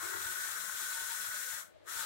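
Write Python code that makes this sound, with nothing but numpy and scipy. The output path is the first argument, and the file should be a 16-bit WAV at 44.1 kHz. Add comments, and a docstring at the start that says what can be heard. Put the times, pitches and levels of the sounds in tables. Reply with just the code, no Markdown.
"""The carriage of a wide-format inkjet printer runs along its rail, brakes, rests briefly and sets off again.
Its bearings are shaped noise; belt and gears add a rough whir that rings in the housing, and a faint gear whine
of two tones swells at every turn of the pulley. Panels drone in short wavering tones as the carriage passes.
Around the pause the media feed motor blips, then the carriage motor chirps upward as it spins up.
A quiet fan and the shop lie underneath; the left and right microphones hear each source differently."""
import sys
import numpy as np
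from scipy import signal
from scipy.fft import rfft, irfft, next_fast_len
from scipy.io import wavfile

SR = 44100
rng = np.random.default_rng(int(sys.argv[2]) if len(sys.argv) > 2 else 0)


def output_pcm(signal):
    """Save a mono or channel-first signal as 16-bit PCM at the path in sys.argv[1].

    Samples are clipped to [-1, 1] before scaling.
    """
    pcm = np.clip(np.atleast_2d(signal).T, -1, 1) * 32767
    wavfile.write(sys.argv[1], SR, np.round(pcm).astype(np.int16))


N = 90713
T = np.arange(N) / SR
BINS = np.fft.rfftfreq(N, 1 / SR)


def from_db(db):
    """Decibels to amplitude gain."""
    return 10 ** (np.asarray(db) / 20)


def rms_one(x):
    """Scale to unit power."""
    return x / np.sqrt(np.mean(x ** 2) + 1e-20)


def in_time(rows):
    """A control curve at every sample."""
    return np.interp(T, *np.transpose(rows))


def over_bins(rows):
    """The columns of a frequency table at every bin, joined along log frequency."""
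    hz, *columns = np.transpose(rows)
    return np.array([np.interp(np.log(BINS + 1), np.log(hz), column) for column in columns])


def drift(rate_hz):
    """Slow random wander with a spread of one: noise whose parts faster than the rate are weakened."""
    size = next_fast_len(N, real=True)
    hz = np.fft.rfftfreq(size, 1 / SR)
    smooth = rfft(rng.standard_normal(size)) / (1 + (hz / rate_hz) ** 2)
    return rms_one(irfft(smooth, size)[:N])


def swell(centre_s, length_s):
    """A smooth rise and fall, half as strong in power at the ends of its length."""
    return .5 ** (2 * ((T - centre_s) / length_s) ** 2)


# How alike the room makes noise at the two microphones.
# Each row: frequency in Hz, left-right correlation (-1 to 1).
LIKENESS = [(60, -0.87), (110, -0.93), (200, -0.97), (380, -0.64), (700, -0.67), (1290, 0.043),
            (2380, -0.11), (4400, 0.013), (8120, -0.074), (15000, 0.023)]


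def stereo_noise(gain):
    """Noise of the given amplitude per root Hz; shared and opposed parts set the left-right correlation."""
    mid, side = rfft(rng.standard_normal((2, N)))
    alike = np.clip(over_bins(LIKENESS)[0], -.97, .97)
    shared = np.sqrt(1 + alike) * mid
    opposed = np.sqrt(1 - alike) * side * np.array([[1], [-1]])
    return irfft((shared + opposed) * gain, N) * np.sqrt(SR) / 2


def wavering_tone(hz, width_hz):
    """A sine of unit power whose pitch wanders with a spread of half the given width."""
    pitch_hz = hz + .5 * width_hz * drift(width_hz)
    return np.sqrt(2) * np.sin(2 * np.pi * np.cumsum(pitch_hz) / SR)


RIPPLE_DB, RIPPLE_DECAY_PER_S = 4, 56  # fine random ripple: depth, and how fast its noise dies out


def ripple():
    """Fine random ripple gives the hiss narrow dips and blunt peaks, different at each microphone."""
    fading_noise = rng.standard_normal((2, N)) * np.exp(-(T * RIPPLE_DECAY_PER_S) ** 2)
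    colour = np.minimum(rms_one(rfft(fading_noise).real), 1)  # the cap blunts the peaks
    return rms_one(from_db(RIPPLE_DB * colour))


# Bearings rolling on the rail, before ripple and unevenness.
# Each row: frequency in Hz, left level in dB per Hz, right level in dB per Hz.
BEARING_HISS = [(900, -120, -120), (1850, -89.5, -94), (2460, -86, -85.5), (2870, -88.5, -88),
                (3240, -80.5, -83.5), (4070, -79.5, -82.5), (4530, -87, -87), (5320, -81, -86.5),
                (6120, -78, -86.5), (6850, -76, -98.5), (7360, -75.5, -82), (8600, -76.5, -90),
                (9900, -77.5, -86.5), (11260, -79, -94), (13100, -81, -90.5), (14100, -80.5, -96),
                (15800, -80.5, -104)]
HISS_GRAIN_DB, HISS_GRAIN_HZ = 0.28, 376
HISS_SWAY_DB, HISS_SWAY_HZ = 0.97, 6
LOW_HISS_SWAY_DB, LOW_HISS_SWAY_HZ = 1.25, 39.3  # extra unevenness of the lower hiss
# the drive pulls harder as it gathers speed
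PULL_S, PULL_LENGTH_S = 2.01, 0.13
HISS_PULL_DB, HISS_PULL_TOP_HZ = 3, 5124


def bearings(travel_db):
    """Rolling makes a bright grainy hiss; its lower part is more uneven and grows while the drive pulls."""
    gain = from_db(over_bins(BEARING_HISS)) * ripple()
    low = BINS < HISS_PULL_TOP_HZ
    low_db = HISS_PULL_DB * swell(PULL_S, PULL_LENGTH_S) + LOW_HISS_SWAY_DB * drift(LOW_HISS_SWAY_HZ)
    hiss = stereo_noise(gain * low) * from_db(low_db) + stereo_noise(gain * ~low)
    uneven_db = HISS_GRAIN_DB * drift(HISS_GRAIN_HZ) + HISS_SWAY_DB * drift(HISS_SWAY_HZ)
    return hiss * from_db(travel_db + uneven_db)


def resonances(rows):
    """Power per Hz, left and right, of resonances that each spread their power around a peak."""
    power = 0
    for hz, width_hz, left_db, right_db in rows:
        peak = from_db([[left_db], [right_db]]) ** 2 * 2 / (np.pi * width_hz)
        power = power + peak / (1 + ((BINS - hz) / width_hz) ** 2) ** 2
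    return power


# Broad whir of belt and gears, before load and throb.
# Each row: frequency in Hz, left level in dB per Hz, right level in dB per Hz.
WHIR = [(205, -112, -112), (423, -90, -95), (612, -83, -87.5), (790, -88, -95), (990, -82.5, -88.5),
        (1183, -78.5, -79), (1290, -71, -80.5), (1600, -71, -77.5), (1660, -73.5, -81), (1820, -78, -86.5),
        (2020, -83, -84), (2330, -91, -87), (2720, -100, -103), (5100, -115, -115)]
# Ringing of the housing under the whir, before load and throb.
# Each row: frequency in Hz, width in Hz, left level in dB, right level in dB.
HOUSING = [(904, 49, -60, -75), (1063, 8.7, -58, -69), (1111, 7.9, -60.5, -66.5), (1260, 22, -56, -74),
           (1420, 14, -53, -58), (1490, 8.1, -53, -51.5), (1799, 16, -54.5, -66.5), (1934, 35, -54.5, -79),
           (2160, 20, -68, -60)]
# Load on the drive along the rail. Each row: time in seconds, extra level of the whir in dB.
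WHIR_LOAD = [(0, 2.5), (.12, 1), (.35, 1), (.52, 2), (.72, -2.5), (.88, -1), (1.1, -1.5), (1.38, 1.5),
             (1.56, 0.5), (1.66, 1), (1.86, 4.5), (1.94, -5.5), (2.04, -3.5)]
# The lower part of the whir, which rises and falls on its own and dips deepest near 1.46 s.
# Each row: time in seconds, extra level in dB.
LOW_WHIR_LEVEL = [(0, 0), (.25, -2.5), (.55, -1), (.76, -1.5), (.88, 0), (1.1, -3), (1.3, -2.5), (1.46, -8),
                  (1.6, -0.5), (1.88, -1), (2.04, 0)]
LOW_WHIR_TOP_HZ, WHIR_PULL_DB = 1416, 5.5
WHIR_FOLLOWS = 0.98  # share of the travel's level changes, in dB
WHIR_ROUGH_DB, WHIR_ROUGH_HZ = 1.44, 66.6
PULLEY_WHIR_DB = 0.4  # up and down
COG_HZ, COG_DB = 35.5, -0.1  # level change at the cog rate, too small to hear


def drive(travel_db, pulley):
    """Belt and gears make a rough whir that rings in the housing, with a very slight throb at the pulley turn."""
    gain = np.sqrt(from_db(over_bins(WHIR)) ** 2 + resonances(HOUSING))
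    low = BINS < LOW_WHIR_TOP_HZ
    whir = stereo_noise(gain * low) * from_db(in_time(LOW_WHIR_LEVEL)) + stereo_noise(gain * ~low)
    throb_db = PULLEY_WHIR_DB * pulley + COG_DB * np.sin(2 * np.pi * COG_HZ * T)
    rough_db = WHIR_ROUGH_DB * drift(WHIR_ROUGH_HZ)
    load_db = in_time(WHIR_LOAD) + WHIR_PULL_DB * swell(PULL_S, PULL_LENGTH_S)
    return whir * from_db(WHIR_FOLLOWS * travel_db + throb_db + rough_db + load_db)


# The gear whine, then its sideband one cog rate higher, before the swings in level.
# Each row: left level in dB, right level in dB.
WHINE_TONES = [(-51.5, -50), (-51, -63)]
# Strength of the whine along the rail. Each row: time in seconds, extra level in dB.
WHINE_LEVEL = [(0, -3), (.12, -2), (.3, 7.5), (.7, 0), (1.17, 1.5), (1.32, 3.5), (1.54, -7), (1.69, -6),
               (1.78, -11), (1.9, -7), (2.02, -7.5)]
WHINE_HZ, WHINE_WANDER_RAD, WHINE_WANDER_HZ = 1491, 0.25, 6
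WHINE_RIGHT_OFFSET_HZ = -0.76  # pitch offset of the whine at the right microphone
IN_STEP_S = 0.99  # when the whine is in step at both microphones, apart from its wander
SIDEBAND_FOLLOWS = 0.51  # share of the swing along the rail that the sideband takes, in dB
WHINE_FOLLOWS = 0.99  # share of the travel's level changes, in dB
PULLEY_WHINE_DB = 2  # up and down


def whine(travel_db, pulley):
    """A gear tone beats with its steadier sideband; both swell once per pulley turn."""
    tones = np.zeros((2, N))
    wander = np.array([WHINE_WANDER_RAD * drift(WHINE_WANDER_HZ) for channel in range(2)])
    along_rail_db = in_time(WHINE_LEVEL)
    for k, (left_db, right_db) in enumerate(WHINE_TONES):
        channel_hz = WHINE_HZ + k * COG_HZ + np.array([[0], [WHINE_RIGHT_OFFSET_HZ]])
        phase = 2 * np.pi * (channel_hz * (T - IN_STEP_S) + rng.random()) + wander
        swing_db = along_rail_db * (SIDEBAND_FOLLOWS if k else 1)
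        level = from_db([[left_db], [right_db]]) * from_db(swing_db)
        tones += level * np.sqrt(2) * np.sin(phase)
    return tones * from_db(WHINE_FOLLOWS * travel_db + PULLEY_WHINE_DB * pulley)


# Fan and shop, before the rumble's lumps.
# Each row: frequency in Hz, left level in dB per Hz, right level in dB per Hz.
FAN = [(25.6, -112, -112), (59, -91.5, -88.5), (98, -85, -88.5), (146, -91.5, -93), (187, -90, -94.5),
       (220, -96, -101), (330, -91, -92.5), (460, -93.5, -99), (606, -86.5, -92), (720, -93.5, -99),
       (1330, -101, -105), (1930, -100, -107), (2900, -108, -107), (3860, -108, -107), (5650, -115, -120),
       (8460, -118, -123), (15100, -135, -138)]
# Edges, in Hz, of the rumble bands that swell and sink separately.
FAN_LUMP_EDGES_HZ = [0, 135, 270, 520]
FAN_LUMP_DB, FAN_LUMP_HZ = 4, 8.7


def fan():
    """Moving air makes a steady noise above a rumble whose bands swell and sink at random."""
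    gain = from_db(over_bins(FAN))
    edges = FAN_LUMP_EDGES_HZ
    rumble = np.zeros((2, N))
    for low, high in zip(edges, edges[1:]):
        band = stereo_noise(gain * (BINS >= low) * (BINS < high))
        rumble += band * from_db(FAN_LUMP_DB * drift(FAN_LUMP_HZ))
    return rumble + stereo_noise(gain * (BINS >= edges[-1]))


# Panels set droning by the passing carriage.
# Each row: centre in seconds, length in seconds, pitch in Hz, width of its wander in Hz,
# left level in dB before roughness.
DRONES = [(.04, .02, 358, 17, -49), (0.122, 0.081, 356, 7.1, -50.5), (0.13, 0.1, 411.6, 47, -52.5),
          (0.214, 0.031, 358, 17, -58), (0.297, 0.051, 358, 7.2, -57), (0.382, 0.014, 360, 12, -55.5),
          (0.473, 0.061, 356, 13, -64), (0.829, .02, 360, 20, -59.5), (0.164, 0.031, 99.7, 10, -62),
          (0.21, 0.037, 99.5, 10, -57.5), (0.262, 0.011, 89.2, 12, -48), (0.308, .03, 112.6, 24, -63),
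          (.6, 0.021, 197, 15, -64.5), (.745, 0.021, 98, 8.4, -66), (1.297, 0.046, 113.3, 9.5, -67),
          (.045, .056, 698.5, 370, -52.5), (0.246, 0.023, 715, 16, -57.5), (0.246, 0.025, 855, 9.9, -55),
          (0.146, 0.022, 915, 12, -49), (0.27, .035, 902, 9.1, -50), (.833, .03, 873, 6.3, -52.5),
          (0.98, 0.048, 904, 6.3, -48.5), (1.045, .03, 912, 5.2, -55), (1.117, 0.021, 915, 6.9, -43),
          (1.471, 0.033, 501, 7.3, -57.5), (1.545, 0.028, 895, 14, -53), (1.68, .045, 1505, 7.9, -64),
          (2.012, 0.075, 913, 8.7, -47.5)]
DRONE_ROUGH_DB, DRONE_ROUGH_HZ, DRONE_RIGHT_DB = 2.6, 45.4, -11


def panels():
    """Covers drone briefly and roughly, in opposite phase and weaker at the right microphone."""
    drone = np.zeros(N)
    for centre_s, length_s, hz, width_hz, db in DRONES:
        level = from_db(db + DRONE_ROUGH_DB * drift(DRONE_ROUGH_HZ)) * swell(centre_s, length_s)
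        drone += level * wavering_tone(hz, width_hz)
    return drone * np.array([[1], [-from_db(DRONE_RIGHT_DB)]])


# Blips of the media feed motor.
# Each row: centre in seconds, length in seconds, left level in dB.
FEED = [(1.347, 0.02, -54.5), (1.697, 0.066, -66), (1.764, 0.015, -54), (1.832, 0.0063, -56)]
FEED_HZ, FEED_WIDTH_HZ, FEED_RIGHT_DB = 610, 29, -11.5


def feed():
    """The feed motor blips softly on one wavering pitch, in opposite phase at the two microphones."""
    level = sum(from_db(db) * swell(centre_s, length_s) for centre_s, length_s, db in FEED)
    return level * wavering_tone(FEED_HZ, FEED_WIDTH_HZ) * np.array([[1], [-from_db(FEED_RIGHT_DB)]])


START_S, START_LENGTH_S = 1.889, 0.0251
START_HZ, START_RISE_HZ_PER_S, START_WIDTH_HZ = 1300, 3150, 23  # pitch at the centre, rise, wander
START_DB, START_RIGHT_DB = -47.5, -18  # left level, right relative to left


def spin_up():
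    """The carriage motor spins up as it sets off: a short chirp of rising pitch."""
    since_centre_s = np.clip(T - START_S, -START_LENGTH_S, START_LENGTH_S)
    hz = START_HZ + START_RISE_HZ_PER_S * since_centre_s
    chirp = swell(START_S, START_LENGTH_S) * wavering_tone(hz, START_WIDTH_HZ)
    return from_db(START_DB) * chirp * from_db([[0], [START_RIGHT_DB]])


# Carriage travel, as the level of its rolling hiss; only its distance from CRUISE_DB counts.
# Each row: time in seconds, level in dB.
TRAVEL = [(0, -47), (.04, -44), (.14, -44), (.27, -44.5), (.35, -44.5), (.6, -44.5), (.7, -43.5),
          (.84, -43), (.92, -44.5), (.98, -43.5), (1.11, -44), (1.4, -45.5), (1.56, -44.5), (1.6, -45.5),
          (1.68, -66), (1.75, -88), (1.81, -95), (1.835, -87), (1.878, -54), (1.9, -47.5), (1.96, -45),
          (2.04, -44.5)]
CRUISE_DB = -44
PULLEY_TURN_S, PULLEY_PEAK_S = 0.1532, 0.12


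def scene():
    """The carriage's travel drives hiss, whir and whine together; the pulley's turn sways the last two."""
    travel_db = in_time(TRAVEL) - CRUISE_DB
    pulley = np.cos(2 * np.pi * (T - PULLEY_PEAK_S) / PULLEY_TURN_S)
    carriage = bearings(travel_db) + drive(travel_db, pulley) + whine(travel_db, pulley)
    return carriage + fan() + panels() + feed() + spin_up()


def record(dry):
    """A steep elliptic low-pass cuts the top of both channels."""
    cutoff_hz = 15780
    low_pass = signal.ellip(12, .1, 80, cutoff_hz, fs=SR, output="sos")  # ripple and stopband in dB
    return signal.sosfilt(low_pass, dry)


dry = scene()
out = record(dry)
output_pcm(out)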